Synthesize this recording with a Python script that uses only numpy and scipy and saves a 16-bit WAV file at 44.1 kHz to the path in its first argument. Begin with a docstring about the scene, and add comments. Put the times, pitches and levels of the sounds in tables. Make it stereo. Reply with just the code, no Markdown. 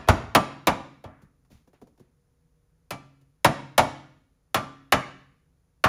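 """Hammering a steel panel

A hammer beats a steel fender panel against a backing tool, in short runs, in a workshop.
Each blow sends a dispersive bending wave through the sheet (treble first, bass last), sets its dense,
hand-damped modes clanging as decaying noise bands and sines, and flexes the whole panel in a low boom.
Tools knock lightly (short modal decays); band noise makes a lingering ring, faint hisses and a squeak.
Reverberation answers, low rumble and wavering hum lie beneath, and a limiter holds the peaks."""
import sys
import numpy as np
from scipy import signal
from scipy.fft import rfft, irfft, next_fast_len
from scipy.io import wavfile
from scipy.ndimage import uniform_filter1d, minimum_filter1d

SR = 44100
rng = np.random.default_rng(int(sys.argv[2]) if len(sys.argv) > 2 else 0)


def wrap_up_sound(samples):
    """Save the sound to the file named by the first command line argument, as 16-bit audio."""
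    columns = np.atleast_2d(samples).T
    # keep every value between -1 and 1, then stretch to whole-number steps
    tamed = np.clip(columns, -1, 1)
    steps = np.round(tamed * 32767).astype(np.int16)
    wavfile.write(sys.argv[1], SR, steps)


N = 259308  # length [samples]

# the sheet's dense modes: (frequency [Hz], relative spectral density [dB per Hz])
SHEET_DENSITY = [(30, -18), (70, -15.5), (130, -9.5), (185, -3.5), (280, -3.5), (440, -13.5), (640, -0.5),
                 (1250, -6.5), (1650, -11), (3000, -15.5), (4500, -20), (6800, -25.5), (9000, -24.5),
                 (15000, -26), (16500, -31.5)]
# their decay before damping by the blow: (frequency [Hz], 60 dB decay time [s])
SHEET_DECAY = [(60, 0.28), (250, .24), (700, .16), (1400, .13), (3500, .1), (8000, 0.12), (15000, 0.017)]
# the strongest single modes: (frequency [Hz], relative level [dB], decay time before damping [s])
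SINGLE_MODES = [(118, -8, 0.17), (137, -7, 0.99), (230.3, -12, 0.31), (273.6, -9, 0.8), (310, -16, 0.74),
                (634, -2.5, 0.23), (746, -8, 0.25), (781, -13.5, 0.14), (858, -9, .16), (1099, -6, 0.15),
                (1178, -2, 0.31), (1321, -4, 0.15), (2320, -16.5, 0.25), (2600, -16, 0.053),
                (3056, -20, .16), (3315, -9.5, 0.064)]
BANDS = 1000 * 2 ** (np.arange(-15, 13) / 3)  # third-octave centres [Hz]
FIRM_BLOW_DB = -21.5  # force at which the sheet's decay times are unscaled


def amp(db):
    """Level definition: decibels to amplitude ratio."""
    return 10 ** (np.asarray(db) / 20)


def along(points, hz):
    """Logarithmic pitch scale: (frequency [Hz], value) points are interpolated on it."""
    f, v = np.transpose(points)
    return np.interp(np.log(hz + 1), np.log(f + 1), v)


def bump(hz, centre_hz, octaves):
    """Resonance region: a Gaussian on the log-frequency axis, top 1."""
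    return np.exp(-.5 * (np.log2((hz + 1) / centre_hz) / octaves) ** 2)


def burst(x):
    """Energy normalization: a transient is scaled to the energy of 20 ms at rms 1."""
    energy = np.sum(x ** 2, -1, keepdims=True)
    return x * np.sqrt(SR * .02 / (energy + 1e-20))


def add(track, s, sound):
    """Superposition: a sound is summed into the track at time s, cut at the track's ends."""
    start = round(s * SR)
    part = sound[..., max(-start, 0):N - start]
    begin = max(start, 0)
    track[:, begin:begin + part.shape[-1]] += part


def diffuse(size):
    """Diffuse field: stereo noise spectra whose left-right correlation varies with frequency."""
    # (frequency [Hz], left-right correlation [0 to 1])
    likeness = [(60, 1), (150, .93), (350, 0.55), (800, 0.39), (2000, 0.72), (5000, 0.14)]
    hz = np.fft.rfftfreq(size, 1 / SR)
    turn = np.arccos(np.clip(along(likeness, hz), 0, 1)) / 2
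    mid, side = rfft(rng.standard_normal((2, size))) * [np.cos(turn), np.sin(turn)]
    return hz, np.array([mid + side, mid - side])


def background(level_db=-67.5, waver_db=3):
    """Stationary noise and tones: a low shop rumble under the faint, wavering hum of machines."""
    # rumble: (frequency [Hz], relative spectral density [dB per Hz])
    air_density = [(20, -18.5), (55, -4.5), (85, -7), (120, -10.5), (160, -3.5), (210, -27.5), (255, -16.5),
                   (330, -23.5), (480, -22), (650, -28.5), (1200, -31), (3000, -41), (10000, -36),
                   (16000, -44)]
    # distant machines: (frequency [Hz], rms level before wavering [dB])
    hum_tones = [(48.4, -78.5), (253, -86.5), (479, -88)]
    size, t = next_fast_len(N), np.arange(N) / SR
    hz, z = diffuse(size)
    air = irfft(z * amp(along(air_density, hz)), size)[:, :N]
    knots = np.linspace(0, t[-1], 20)
    hum = np.zeros(N)
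    for f, db in hum_tones:
        waver = np.interp(t, knots, amp(waver_db * rng.standard_normal(len(knots))))
        hum += amp(db) * np.sqrt(2) * waver * np.sin(2 * np.pi * f * t)
    return amp(level_db) * air / air.std() + hum


def in_shop(sound, size=32768, first_wall_s=0.0058):
    """Reverberation: direct sound, then wall and floor reflections decaying exponentially by frequency."""
    # (frequency [Hz], 60 dB decay time [s])
    shop_decay = [(80, 1), (250, 0.67), (700, 0.44), (1500, 0.6), (4000, 0.6), (8000, 0.49), (15000, 0.16)]
    # (frequency [Hz], reverberation level [dB])
    shop_level = [(50, -22.5), (250, -8), (600, -10.5), (1500, -11.5), (4000, -13.5), (8000, -14),
                  (15000, -22.5)]
    hz, t, z = signal.stft(irfft(diffuse(size)[1]), SR, nperseg=256)
    t60 = along(shop_decay, hz)[:, None]
    unit_energy = np.sqrt(2 * np.log(1000) / (t60 * SR))
    fade = amp(along(shop_level, hz))[:, None] * np.exp(-np.log(1000) * t / t60) * unit_energy
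    onset = 1 - np.exp(-(t / first_wall_s) ** 2)
    tail = signal.istft(z * fade * onset, SR, nperseg=256)[1]
    tail[:, 0] += 1  # the direct path
    return signal.fftconvolve(sound, tail, axes=1)


def travel(hz, lag_s=.014):
    """Dispersion: a bending wave's bass arrives last; lag_s is its delay at 100 Hz."""
    return lag_s * 100 / np.maximum(hz, 55)


def decays(band_db, t60, size):
    """Modal density: a crowd of modes as third-octave noise, each with its level, arrival and decay."""
    hz, z = diffuse(size)
    # neighbouring bands overlap so that their energies sum to one
    place = np.log((hz + 1) / BANDS[0]) / np.log(BANDS[1] / BANDS[0])
    distance = np.abs(place - np.arange(len(BANDS))[:, None])
    split = np.sqrt(np.maximum(1 - distance, 0)).astype(np.float32)
    age = np.maximum(np.arange(size) / SR - travel(BANDS)[:, None], 0).astype(np.float32)
    rise = (0.0011 + 1 / (np.pi * BANDS[:, None])).astype(np.float32)  # low modes build up slowly
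    decay_rate = (-np.log(1000) / t60[:, None]).astype(np.float32)
    fade = (1 - np.exp(-age / rise)) * np.exp(np.maximum(age * decay_rate, -20))
    crowd = irfft(z[:, None].astype(np.complex64) * split, size) * fade
    return np.sum(burst(crowd) * amp(band_db)[:, None].astype(np.float32), 1)


def tools(size=4096, light_knock_db=-60):
    """Impact and band-limited noise: light knocks, a lingering ring, faint hisses and a brief squeak."""
    # knocks: (time [s], nominal level [dB], spectral centre [Hz])
    knocks = [(1.218, -54.5, 170), (1.447, -79, 798), (1.501, -61, 260), (1.518, -53.5, 116),
              (1.673, -64, 368), (1.73, -64.5, 446), (1.814, -50, 307.5), (1.87, -63.5, 420),
              (1.975, -69.5, 400), (1.995, -55.5, 249.2), (3.211, -70, 199.4)]
    # steel touching steel: (frequency [Hz], relative level [dB per band])
    click_spectrum = [(300, 0), (1200, -3.5), (3000, -3), (7000, 1.5), (14000, 1)]
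    # the sheet's lingering 1-2 kHz ring after the soft tap, then faint hisses, last a brief metallic
    # squeak near 2.2 kHz: (time [s], length [s], level before the envelope [dB], centre [Hz], width [octaves])
    faint_sounds = [(1.04, 0.33, -56, 1200, 0.62), (1.506, 0.18, -61.5, 1200, 2.43),
                    (1.738, 0.084, -65.5, 1200, 1.1), (2.008, .17, -74, 902, 1.2),
                    (5.023, 0.032, -32.5, 2160, .07)]
    base_click_db, click_growth = -76, 0.42  # nominal click of a light knock; dB per dB of knock
    knock_damping = .42  # ratio to the sheet's decay times
    track = np.zeros((2, N))
    for s, knock_db, knock_hz in knocks:
        knock_band_db = knock_db - 4 - 6 * np.abs(np.log2(BANDS / knock_hz)) ** 1.6
        knock = decays(knock_band_db, knock_damping * along(SHEET_DECAY, BANDS), size)
        click_db = base_click_db + click_growth * (knock_db - light_knock_db)
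        click_band_db = click_db - 5.5 + along(click_spectrum, BANDS)
        click = decays(click_band_db, np.full(len(BANDS), .11), size)
        add(track, s, knock + click)
    for s, length_s, db, centre_hz, octaves in faint_sounds:
        hz, z = diffuse(4 * size)
        band_noise = irfft(z * bump(hz, centre_hz, octaves))
        u = np.arange(4 * size) / SR / length_s
        envelope = np.clip(20 * u, 0, 1) * np.clip(1 - u, 0, 1) ** 1.65  # quick rise, gradual fall
        add(track, s, amp(db) * envelope * band_noise / band_noise.std())
    return in_shop(track)[:, :N]


def boom(centre_hz, size, octaves=0.56, round_trip_s=0.032, edge_db=-10, delay_s=.016):
    """Edge reflection: the whole panel flexes in a falling chirp that returns ever weaker from the edges."""
    hz = np.fft.rfftfreq(size, 1 / SR)
    # phase is the integral of group delay over frequency
    phase = 2 * np.pi * np.cumsum(travel(hz, lag_s=.008) + delay_s) * hz[1]
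    returns = 1 / (1 - amp(edge_db) * np.exp(-2j * np.pi * hz * round_trip_s))
    return burst(irfft(bump(hz, centre_hz, octaves) * returns * np.exp(-1j * phase), size))


def first_wave(size, centre_hz=450, octaves=0.47, contact_s=.002):
    """Dispersive propagation: the first bending wave to leave the spot is one quick falling chirp."""
    hz = np.fft.rfftfreq(size, 1 / SR)
    phase = 2 * np.pi * np.cumsum(travel(hz) + contact_s) * hz[1]
    spectrum = amp(along(SHEET_DENSITY, hz)) * bump(hz, centre_hz, octaves)
    chirp = irfft(spectrum * np.exp(-1j * phase), size)
    return burst(chirp * np.linspace(1, 0, size) ** 2)


def spot(hz, centre_hz):
    """Modal excitation: the region of modes that a struck spot favours."""
    return bump(hz, centre_hz, octaves=.24)


def ring_length(force_db, halving_db=7.5, longest=1.15):
    """Contact damping: a harder blow presses the sheet onto the backing tool and shortens its ring."""
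    return min(2 ** ((FIRM_BLOW_DB - force_db) / halving_db), longest)


def single_modes(lift_db, length, size):
    """Modal superposition: the strongest modes as damped sines, struck at new strengths by every blow."""
    hz, db, t60 = np.transpose(SINGLE_MODES)
    age = np.maximum(np.arange(size) / SR - travel(hz)[:, None], 0)
    phase = rng.uniform(0, 2 * np.pi, (len(hz), 1))
    fade = (1 - np.exp(-age / .003)) * np.exp(-np.log(1000) * age / (length * t60[:, None]))
    strength = amp(db + lift_db + rng.normal(0, 2.5, len(hz)))
    return strength @ burst(fade * np.sin(2 * np.pi * hz[:, None] * age + phase))


def hammer(size=18000, chatter_db=-12.0, rebound_db=-3, ring_db=-8, looseness=0.24, clank_hz=1750):
    """Impact excitation: crack and rebound, first bending wave, dense clang, single modes and boom."""
    # blows: (time [s], force [dB], boom level [dB], boom centre [Hz], struck spot's centre [Hz],
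    #         spot lift [dB], clank lift [dB], crack treble lift [dB])
    blows = [(-.17, -20, -18.5, 70, 1030, 1, 3, 2), (.074, -36.5, -13.5, 84, 280, 1, -6.5, -23),
             (0.0854, -17, -25.5, 111, 1110, 3.5, 0, -3), (.3490, -18.5, -25.5, 141.7, 1060, 2.5, 2.5, 1.5),
             (0.67, -21.5, -27.5, 118.6, 695, 4, 2, -0.5), (1.039, -43.5, -40, 95.8, 850, -2.5, -8, -14),
             (2.9061, -37, -41.5, 134.4, 2280, 7, -4, 4), (3.4450, -19, -22.5, 120, 804, 3.5, 1, 1.5),
             (3.7784, -20.5, -25, 130.2, 782, 8, 2, 5), (4.5434, -27.5, -35, 120, 1190, 2, 3.5, 4.5),
             (4.9212, -21, -25, 126.1, 2256, 0.5, 4.5, 1.5),
             (5.8391, -24, -23.5, 117, 1300, 2.5, 6.5, -2.5)]
    # the panel's bearing as the microphone turns: (time [s], left over right [dB])
    bearing = [(.7, 0.5), (2.9, 2.5), (3.45, 4), (3.8, 3), (4.5, 2)]
    wave_db = -4  # first bending wave, relative to the force
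    rebound_s = .008  # the backing tool slaps back this long after the hammer
    spot_focus = 1.0  # extra share of a light tap's gain for the struck spot's modes
    track = np.zeros((2, N))
    treble = BANDS ** 2 / (BANDS ** 2 + 3500 ** 2)
    sheet_db = along(SHEET_DENSITY, BANDS) + 10 * np.log10(BANDS / 1000)  # density to band level
    mode_hz = np.array(SINGLE_MODES)[:, 0]
    for s, force_db, boom_db, boom_hz, spot_hz, spot_db, clank_db, crack_db in blows:
        # the struck spot favours one region of modes; a squarer, harder contact adds clank and crack
        def lift(hz):
            return spot_db * spot(hz, spot_hz) + clank_db * bump(hz, clank_hz, octaves=.65)

        colour_db = sheet_db + lift(BANDS) + crack_db * treble
        length = ring_length(force_db)
        blow = np.zeros((2, size))
        add(blow, 0, amp(wave_db) * first_wave(size))
        add(blow, 0, decays(colour_db, length * along(SHEET_DECAY, BANDS), size=8192))

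        # a light tap does not clamp the sheet, so single modes stand out, above all the struck spot's
        focus = 1 + spot_focus * spot(mode_hz, spot_hz)
        free_db = looseness * (FIRM_BLOW_DB - force_db) * focus
        add(blow, 0, amp(ring_db) * single_modes(lift(mode_hz) + free_db, length, size))

        # the steel chatters brightly under the hammer, and again as the backing tool slaps back
        contacts = [(0, chatter_db, 13), (rebound_s, chatter_db + rebound_db, 4)]
        for delay, level_db, brightness_db in contacts:
            chatter_band_db = colour_db + level_db + brightness_db * treble
            add(blow, delay, decays(chatter_band_db, .03 - 0.0078 * treble, size=1536))

        blow = amp(force_db) * blow + amp(boom_db) * boom(boom_hz, size)
        pan_db = np.interp(s, *np.transpose(bearing))
        add(track, s, in_shop(blow * amp([[pan_db / 2], [-pan_db / 2]])))
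    return track


def scene():
    """Superposition: blows, light tool sounds and the shop's background."""
    return hammer() + tools() + background()


def limiter(x, size=130):
    """Peak limiting: the gain of both sides dips for a few milliseconds around each peak."""
    needed = np.minimum(1, .92 / (np.abs(x).max(0) + 1e-9))
    return x * uniform_filter1d(minimum_filter1d(needed, 2 * size), size)


def record(dry, split_hz=6400, lag_s=0.00027, top_hz=16000):
    """Interchannel coherence: sides share most of the top octaves, left late; then limit and low-pass."""
    size = next_fast_len(N + SR // 2)
    hz = np.fft.rfftfreq(size, 1 / SR)
    z = rfft(dry, size)
    shared = .75 * np.clip((hz - split_hz) / 1200 + .5, 0, 1)
    # half the lag delays the left, half advances the right, above the split only
    side_sign = np.array([[-1], [1]])
    turn = np.exp(1j * np.pi * lag_s * np.maximum(hz - split_hz, 0) * side_sign)
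    z = ((1 - shared) * z + shared * z.sum(0) * 0.54) * turn
    limited = limiter(irfft(z, size))
    steep_lowpass = 1 / np.sqrt(1 + (hz / top_hz) ** 160)
    return irfft(rfft(limited) * steep_lowpass, size)[:, :N]


dry = scene()
out = record(dry)
wrap_up_sound(out)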